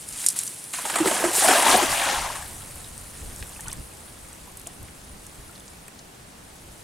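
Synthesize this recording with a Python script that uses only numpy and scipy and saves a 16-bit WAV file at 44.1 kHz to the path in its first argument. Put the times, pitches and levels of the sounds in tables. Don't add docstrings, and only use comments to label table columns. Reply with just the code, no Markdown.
import sys
import numpy as np
from scipy import signal
from scipy.fft import rfft, irfft, next_fast_len
from scipy.io import wavfile

SR = 44100
rng = np.random.default_rng(int(sys.argv[2]) if len(sys.argv) > 2 else 0)


def master(y):
    cut = np.clip(np.atleast_2d(y).T, -1, 1)
    pcm = np.round(cut * 32767)
    wavfile.write(sys.argv[1], SR, pcm.astype(np.int16))


N = 301203


def amp(db):
    return 10 ** (np.asarray(db) / 20)


def unit(x):
    return x / np.sqrt(np.mean(x ** 2) + 1e-20)


def colour(x, points):
    hz, db = np.transpose(points)
    size = next_fast_len(N)
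    log_f = np.log(np.fft.rfftfreq(size, 1 / SR) + 1)
    skirts = np.maximum(np.log(hz[0]) - log_f, 0) + np.maximum(log_f - np.log(hz[-1]), 0)
    gain = amp(np.interp(log_f, np.log(hz), db) - 20 * skirts)
    return unit(irfft(rfft(x, size) * gain, size)[..., :N])


def band(x, low_hz, high_hz):
    sos = signal.butter(2, [low_hz, min(high_hz, SR / 2.2)], "band", fs=SR, output="sos")
    return signal.sosfilt(sos, x)


def spread(pair, side_db, width=None):
    # frequency_hz, relative_side_db
    near_width = [(60, -16), (300, -1), (900, 1), (3000, 2), (6000, 1.5), (9500, 7.5), (11500, -59),
                  (15800, -61)]
    hz, db = np.transpose(near_width if width is None else width)
    size = next_fast_len(N)
    width_db = np.interp(np.log(np.fft.rfftfreq(size, 1 / SR) + 1), np.log(hz), db)
    side = irfft(rfft(pair[1], size) * amp(side_db + width_db), size)[:N]
    return np.array([pair[0] + side, pair[0] - side])


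def add(mix, s, sound):
    part = mix[max(round(s * SR), 0):][:len(sound)]
    part += sound[:len(part)]


def together(gains):
    return np.sqrt(sum(gain ** 2 for gain in gains))


def after(s, fade_db_per_s):
    return amp(-fade_db_per_s * np.maximum(np.arange(N) / SR - s, 0))


def swell(start, rise, hold, fade_db_per_s, lead=1):
    rising = np.clip((np.arange(N) / SR - start) / rise, 0, 1) ** lead
    return rising * after(start + rise + hold, fade_db_per_s)


def bump(s, spread_s):
    return np.exp(-np.minimum(((np.arange(N) / SR - s) / spread_s) ** 2 / 2, 20))


def impacts(per_s, scatter_db):
    size = amp(scatter_db * np.minimum(rng.exponential(1, (2, N)), 4))
    sign = rng.choice([-1, 1], (2, N))
    return size * sign * (rng.random((2, N)) < per_s / SR)


def clumps(x, depth_db, seconds, width_hz):
    z = signal.stft(x, nperseg=256, noverlap=192)[2]
    field = rng.standard_normal(z.shape[1:])
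    bins = max(width_hz * 256 / SR, 1)
    frames = max(seconds * SR / 64, 1)
    for axis, reach in enumerate([bins, frames]):
        field = signal.lfilter([1], [1, -np.exp(-1 / reach)], field, axis=axis)
    gained = z * amp(depth_db * unit(field))
    return unit(signal.istft(gained, nperseg=256, noverlap=192)[1][:, :N])


def burst(hz, octaves, t60, attack, size=8192):
    t, f = np.arange(size) / SR, np.fft.rfftfreq(size, 1 / SR) + 1
    noise = irfft(rfft(rng.standard_normal(size)) / (1 + (np.log2(f / hz) / octaves) ** 4))
    shape = amp(-60 * t / t60) * (1 - np.exp(-t / attack))
    return unit(noise) * shape / shape.max() / 2


def bubble(hz, cycles, rise, onset):
    age = np.arange(int(6 * cycles / hz * SR)) * hz / SR
    ring = np.exp(-age / cycles) * (1 - np.exp(-(age / onset) ** 2))
    return ring / ring.max() * np.sin(2 * np.pi * age * (1 + rise * (age / cycles / 2 - 1)))


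def cloud(low_hz, high_hz, per_s, cycles, scatter_db, count=36):
    births = impacts(per_s, scatter_db)
    kind = rng.integers(0, count, (2, N))
    out = np.zeros((2, N))
    for k, hz in enumerate(np.geomspace(low_hz, high_hz, count)):
        ring = bubble(hz, cycles, rise=0.033, onset=0.43)
        out += signal.oaconvolve(births * (kind == k), hz * ring[None], axes=1)[:, :N]
    return out


def bank(x, wet_db, t60, size=12000):
    sparse = rng.standard_normal((2, size)) * (rng.random((2, size)) < .05)
    taps = sparse * amp(-60 * np.arange(size) / SR / t60)
    taps /= np.linalg.norm(taps, axis=1, keepdims=True)
    return x + amp(wet_db) * signal.oaconvolve(x * np.ones((2, 1)), taps, axes=1)[:, :N]


def breeze_level(eddies_per_s, eddy_db):
    # time_s, level_db
    steady_breeze = [(0, -58), (.4, -76), (.85, -62), (1.05, -55.5), (2.4, -45), (3.05, -47), (4.0, -50),
                     (5.5, -50.5), (5.9, -57), (6.83, -53.5)]
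    # centre_s, level_db, spread_s
    gusts = [(0.116, -52, 0.068), (1.733, -41.5, 0.038), (1.905, -39, 0.023), (2.205, -40.5, 0.047),
             (3.27, -39.5, 0.066), (3.425, -36.5, 0.017), (3.687, -41.5, 0.049), (3.79, -37, 0.025),
             (4.822, -40, 0.023), (5.145, -44, 0.025), (5.39, -42, 0.015), (6.687, -53, 0.043)]
    t = np.arange(N) / SR
    rates = eddies_per_s * np.geomspace(.5, 2, num=8)
    eddies = unit(sum(np.sin(2 * np.pi * (rate * t + rng.random())) for rate in rates))
    steady = amp(np.interp(t, *np.transpose(steady_breeze)) + eddy_db * eddies)
    return together([steady] + [amp(db) * bump(s, spread_s) for s, db, spread_s in gusts])


def outdoors():
    # frequency_hz, relative_level_db
    air_colour = [(24, -39), (40, -18), (162, -4.5), (380, -11), (431, -11.5), (539, -13.5), (728, -14),
                  (1330, -18.5), (1470, -18.5), (2420, -21.5), (8890, -24.5), (15800, -35.5)]
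    # frequency_hz, relative_side_db
    air_width = [(60, -26), (200, -11), (400, -1.5), (900, 3), (2400, -1), (8000, -3.5), (15000, -42)]
    # frequency_hz, relative_level_db
    breeze_colour = [(15, -2.5), (30, -6.5), (55, 0), (90, -4), (140, -9.5), (250, -17), (600, -27)]
    air = spread(colour(rng.standard_normal((2, N)), air_colour), side_db=-0.5, width=air_width)
    breeze = spread(colour(rng.standard_normal((2, N)), breeze_colour), side_db=-2.5)
    return amp(-49.5) * air + breeze * breeze_level(eddies_per_s=3.7, eddy_db=0.5)


def mesh_level():
    # start_s, rise_s, relative_level_db, fade_db_per_s
    swishes = [(-0.04, 0.038, -38, 1), (.05, 0.2, -28, 81), (.345, 0.026, -28.5, 62),
               (0.728, 0.003, -30.5, 7), (1.04, 0.024, -23.5, 32), (1.321, 0.033, -17, 24.5),
               (1.655, 0.043, -18.5, 117), (1.88, 0.038, -24, 26)]
    pulls = together(amp(db) * swell(s, rise, 0, fade) for s, rise, db, fade in swishes)
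    return pulls * after(1.8, fade_db_per_s=12)


def swing():
    # frequency_hz, relative_level_db
    mesh_colour = [(600, -17.5), (1700, -12), (4000, -11), (6000, -10.5), (7500, -4), (9300, 0.5),
                   (10500, -3.5), (12500, -12), (15800, -23)]
    # start_s, relative_peak_db, pitch_hz, rattle_s
    knocks = [(0.088, -20, 8950, 0.0032), (0.264, 0.5, 8330, .008), (0.286, -1.5, 8800, .007),
              (0.302, -13, 8600, 0.0096), (0.363, -22, 9920, 0.027), (0.3895, -7, 9060, 0.0037),
              (0.434, -17, 9200, .003), (0.467, -19, 9400, 0.0093), (0.477, -18.5, 7150, 0.0053),
              (0.6402, -23, 9160, 0.003)]
    # multiple_of_pitch, relative_level_db
    partials = [(0.62, -5), (0.85, 1), (1, 6), (1.121, 6), (1.36, -4)]
    clinks, t = np.zeros(N), np.arange(1024) / SR
    for s, db, hz, rattle in knocks:
        for delay in np.append(0, np.sort(rng.uniform(0.13, 1, size=7))):
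            detune = 1 + 0.19 * delay * rng.standard_normal()
            ring = sum(amp(d) * np.sin(2 * np.pi * (hz * detune * m * t + rng.random()))
                       for m, d in partials)
            decay = amp(db - 20 * np.sqrt(delay) - 60 * t / 0.0083)
            add(clinks, s + delay * rattle, decay * ring / abs(ring).max())
        add(clinks, s, amp(db - 20) * burst(hz=6840, octaves=0.76, t60=0.054, attack=0.0002))
    mesh = colour(impacts(per_s=8000, scatter_db=3.0), mesh_colour)
    mesh = clumps(mesh, depth_db=1.93, seconds=0.0078, width_hz=3100)
    mesh = spread(mesh, side_db=-20.5) * mesh_level()
    return amp(-2.5) * mesh + amp(5) * band(clinks, low_hz=2580, high_hz=13000)


def surge_levels():
    # start_s, rise_s, hold_s, fade_db_per_s,
    # relative spray_db, small_bubbles_db, churning_db
    surges = [(0.734, 0.0042, 0.0046, 110, -37, -54, -72), (0.797, 0.31, 0.18, 74, -37.5, -26, -34.5),
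              (1.363, 0.14, .06, 54.5, -26, -17.5, -32.5), (1.642, 0.036, 0.081, 63, -24.5, -18.5, -31),
              (1.84, 0.21, 0.06, 43, -29.5, -24, -43)]
    # centre_s, relative_level_db
    gulps = [(0.858, -42), (0.965, -35.5), (1.066, -25.5), (1.25, -28.5), (1.495, -27), (1.675, -30),
             (1.753, -22), (1.833, -26), (2.125, -38.5)]
    spray, small = [], []
    deep = [amp(db) * bump(s, spread_s=0.013) for s, db in gulps]
    for s, rise, hold, fade, spray_db, small_db, deep_db in surges:
        shape = swell(s, rise, hold, fade)
        spray.append(amp(spray_db) * swell(s, rise, hold, fade, lead=0.38))
        small.append(amp(small_db) * shape)
        deep.append(amp(deep_db) * shape ** 1.62)
    calming = after(2.296, fade_db_per_s=38)
    return [together(layer) * calming for layer in (spray, small, deep)]


def splash():
    # frequency_hz, relative_level_db
    spray_colour = [(1500, -1.5), (2800, 0.5), (4200, -2.5), (6000, -0.5), (7500, -4), (10000, -11.5),
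                    (13000, -15), (15800, -24)]
    bubble_colour = [(400, -31), (540, -6.5), (680, -2.5), (830, -0.5), (1050, -4), (1350, -9.5),
                     (1650, -6.5), (2300, -15), (3300, -15), (6000, -59)]
    churn_colour = [(90, -25), (170, -13), (250, 0), (340, 0.5), (440, -1), (560, -5), (900, -1)]
    hiss = colour(impacts(per_s=7000, scatter_db=2.0), spray_colour)
    hiss = clumps(hiss, depth_db=2.5, seconds=0.046, width_hz=1600)
    spatter = unit(cloud(996, 5070, per_s=260, cycles=2.4, scatter_db=2.5, count=18))
    torn = unit(cloud(490.8, 5610, per_s=1100, cycles=6.1, scatter_db=0.5))
    ringing = unit(cloud(548.8, 4480, per_s=300, cycles=15.9, scatter_db=0.0))
    small = colour(torn + amp(-4.5) * ringing, bubble_colour)
    small = clumps(small, depth_db=1.0, seconds=0.021, width_hz=860)
    deep = cloud(136.0, 648, per_s=600, cycles=1.6, scatter_db=0, count=16)
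    deep = colour(deep, churn_colour)
    spray_gain, small_gain, deep_gain = surge_levels()
    spray = spread(hiss + amp(-6.5) * spatter, side_db=-15.0) * spray_gain
    small = spread(small, side_db=-14.5) * small_gain
    deep = spread(deep, side_db=-15) * deep_gain
    return amp(1.03) * spray + amp(-3.0) * small + amp(0.5) * deep


def cavity(hz, length, glide, skew):
    u = np.linspace(0, 1, int(length * SR))
    swelling = np.sin(np.pi * u ** skew) ** 2
    return swelling * np.sin(2 * np.pi * hz * length * u * (1 + glide * (u - 1) / 2))


def droplets(low_hz, high_hz, scatter_s, cycles, count=10, size=8192):
    out = np.zeros(size)
    for late, small in rng.random((count, 2)):
        hz = low_hz * (high_hz / low_hz) ** small
        drop = bubble(hz, cycles, rise=0.059, onset=0.34)
        add(out, late ** 2 * scatter_s, amp(-9 * late) * drop)
    return out


def plops():
    # start_s, relative_cavity_db, cavity_pitch_hz, ring_length_s, relative_slap_db
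    plunges = [(0.736, -40, 1120, 0.011, -25), (0.785, -26.5, 1003, 0.013, -28.5),
               (0.852, -24.5, 877, 0.01, -22), (0.898, -25, 698, 0.013, -19.5),
               (0.94, -31, 1570, .008, -23.5), (0.956, -22, 668, 0.016, -13.5),
               (0.984, -26, 1180, 0.026, -19), (1.002, -12.5, 314, 0.041, -25),
               (1.057, -15, 364, 0.015, -17.5), (1.072, -17.5, 325, 0.03, -14.5),
               (1.111, -19, 616, 0.013, -18.5), (1.239, -15, 630, 0.013, -20.5),
               (1.248, -19.5, 345, .045, -19.5), (1.381, -24.5, 397, 0.011, -34),
               (1.421, -20, 786, .015, -17.5), (1.444, -16, 633, 0.027, -26),
               (1.483, -10.5, 700, 0.013, -10), (1.508, -12, 754, 0.018, -16),
               (1.547, -18.5, 608, 0.031, -21), (1.57, -20, 690, 0.018, -25),
               (1.624, -19.5, 770, 0.024, -16.5), (1.665, -15, 910, .012, -18),
               (1.682, -12.5, 957, 0.013, -22), (1.741, -11, 728, 0.022, -22),
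               (1.783, -17.5, 744, 0.016, -35), (1.827, -21.5, 370, 0.014, -17.5),
               (2.037, -25, 827, .025, -21), (2.093, -28, 760, 0.017, -26),
               (2.301, -26.5, 1000, 0.011, -43), (2.352, -34, 1080, 0.029, -28),
               (2.424, -35, 1630, 0.013, -39)]
    out = np.zeros(N)
    for s, db, hz, length, slap_db in plunges:
        add(out, s, amp(db - .5) * cavity(hz, length, glide=-0.16, skew=0.56))
        add(out, s, amp(db - 8.5) * burst(hz=0.67 * hz, octaves=.7, t60=0.067, attack=0.0028))
        add(out, s, amp(slap_db - 3.0) * burst(hz=1700, octaves=2.4, t60=0.038, attack=0.00022))
        add(out, s, amp(slap_db - 6.5) * burst(hz=1220, octaves=1.0, t60=0.078, attack=0.0028))
        drops = droplets(low_hz=895, high_hz=3800, scatter_s=.016, cycles=3.6)
        add(out, s, amp(slap_db - 5.5) * drops)
        add(out, s, amp(slap_db - 4.0) * burst(hz=8300, octaves=0.29, t60=0.11, attack=0.0019))
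    return out


def trickle_level():
    start_s, rise_s = 1.765, 0.15
    stray = amp(-31.5) * swell(start_s, rise_s, 0, fade_db_per_s=48)
    dribble = amp(-55.5) * swell(start_s, rise_s, 0, fade_db_per_s=1.5)
    step = amp(-44.5) * bump(3.69, spread_s=0.036)
    return together([stray, dribble, step])


def foam_level():
    # centre_s, relative_level_db
    line_pulls = [(3.45, -48.5), (4.3, -75), (5.3, -56.5), (5.65, -58), (6.75, -55.5)]
    dying = amp(-44) * swell(2.08, rise=0.2, hold=0, fade_db_per_s=3.5)
    return together([dying] + [amp(db) * bump(s, spread_s=0.26) for s, db in line_pulls])


def hauling():
    # frequency_hz, relative_level_db
    foam_colour = [(600, -3), (1500, -7.5), (3000, -8.5), (6000, -8.5), (8300, -1), (9600, 0.5),
                   (12000, -8), (15800, -17.5)]
    # start_s, relative_peak_db, centre_hz, t60_s
    flicks = [(2.757, -24, 9600, .012), (3.3615, -21, 8300, 0.009), (3.426, -23.5, 2200, 0.016),
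              (3.426, -26, 4330, 0.012), (3.607, -18, 8900, 0.013), (3.6825, -15.5, 7700, 0.011),
              (3.716, -27, 5500, 0.017), (3.724, -31, 4300, 0.025), (3.729, -14.5, 9700, 0.013),
              (4.571, -23.5, 9600, 0.029), (4.597, -23, 11100, .01), (4.615, -28, 8800, .016),
              (4.667, -37, 875, 0.068), (4.666, -34, 3000, 0.02), (4.671, -18.5, 8450, 0.023),
              (4.8295, -24, 11600, 0.01), (4.883, -34.5, 2450, 0.022), (5.266, -25, 8400, 0.015),
              (5.552, -40, 4500, 0.063), (5.598, -34, 8200, .03), (5.68, -32, 6050, 0.018),
              (5.881, -26.5, 9180, 0.017), (5.99, -31.5, 5440, 0.035)]
    # start_s, relative_peak_db, pitch_hz
    single_bubbles = [(2.844, -29, 3880), (2.979, -19, 8600), (3.494, -24, 8000), (3.562, -32, 2670),
                      (3.591, -34.5, 870), (3.595, -31, 1800), (3.656, -38, 1130), (3.663, -32.5, 3020),
                      (3.682, -32, 1480), (3.698, -30, 3570), (3.7, -36, 1980), (3.715, -34, 3000),
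                      (3.724, -34, 1080), (3.735, -41, 1820), (4.331, -25, 8200), (4.477, -37.5, 1000),
                      (4.667, -35, 690), (5.494, -37, 1390), (5.559, -35, 4200), (5.578, -39, 3600),
                      (5.605, -36, 3500), (5.881, -40, 1840), (5.883, -36, 2520)]
    ticks, drips = np.zeros(N), np.zeros(N)
    for s, db, hz, t60 in flicks:
        add(ticks, s, amp(db) * burst(hz, octaves=0.53, t60=t60, attack=0.000079))
    for s, db, hz in single_bubbles:
        add(drips, s, amp(db) * bubble(hz, cycles=7.7, rise=0.046, onset=0.41))
    ticks = band(ticks, low_hz=500, high_hz=11900)
    fizz = colour(impacts(per_s=5000, scatter_db=2.5), foam_colour)
    fizz = spread(clumps(fizz, depth_db=2.5, seconds=0.011, width_hz=670), side_db=-15.5)
    crackle = band(impacts(per_s=18, scatter_db=2.0), low_hz=7200, high_hz=10800)
    crackle = spread(unit(crackle), side_db=-17)
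    foam = (fizz + amp(-15.5) * crackle) * foam_level()
    trickle = cloud(720, 5240, per_s=330, cycles=7.7, scatter_db=2.5, count=20)
    trickle = unit(band(trickle, low_hz=494, high_hz=2520))
    trickle = spread(trickle, side_db=-4) * trickle_level()
    return amp(-2.0) * ticks + amp(-4.5) * drips + amp(2) * foam + amp(-1.5) * trickle


def scene():
    left_db = np.interp(np.arange(N) / SR, [1.2, 1.7, 2.2, 2.6], [-1, 2.5, 2.0, 3.5])
    landing = splash() + bank(plops(), wet_db=-11.5, t60=0.21)
    landing = landing * amp(np.array([left_db, -left_db]) / 2)
    thrower = bank(swing() + hauling(), wet_db=-19, t60=0.11)
    return landing + thrower + outdoors()


def record(dry):
    lowpass = signal.firwin(511, 15900, window=("kaiser", 9), fs=SR)
    return signal.oaconvolve(dry, lowpass[None], "same")


dry = scene()
out = record(dry)
master(out)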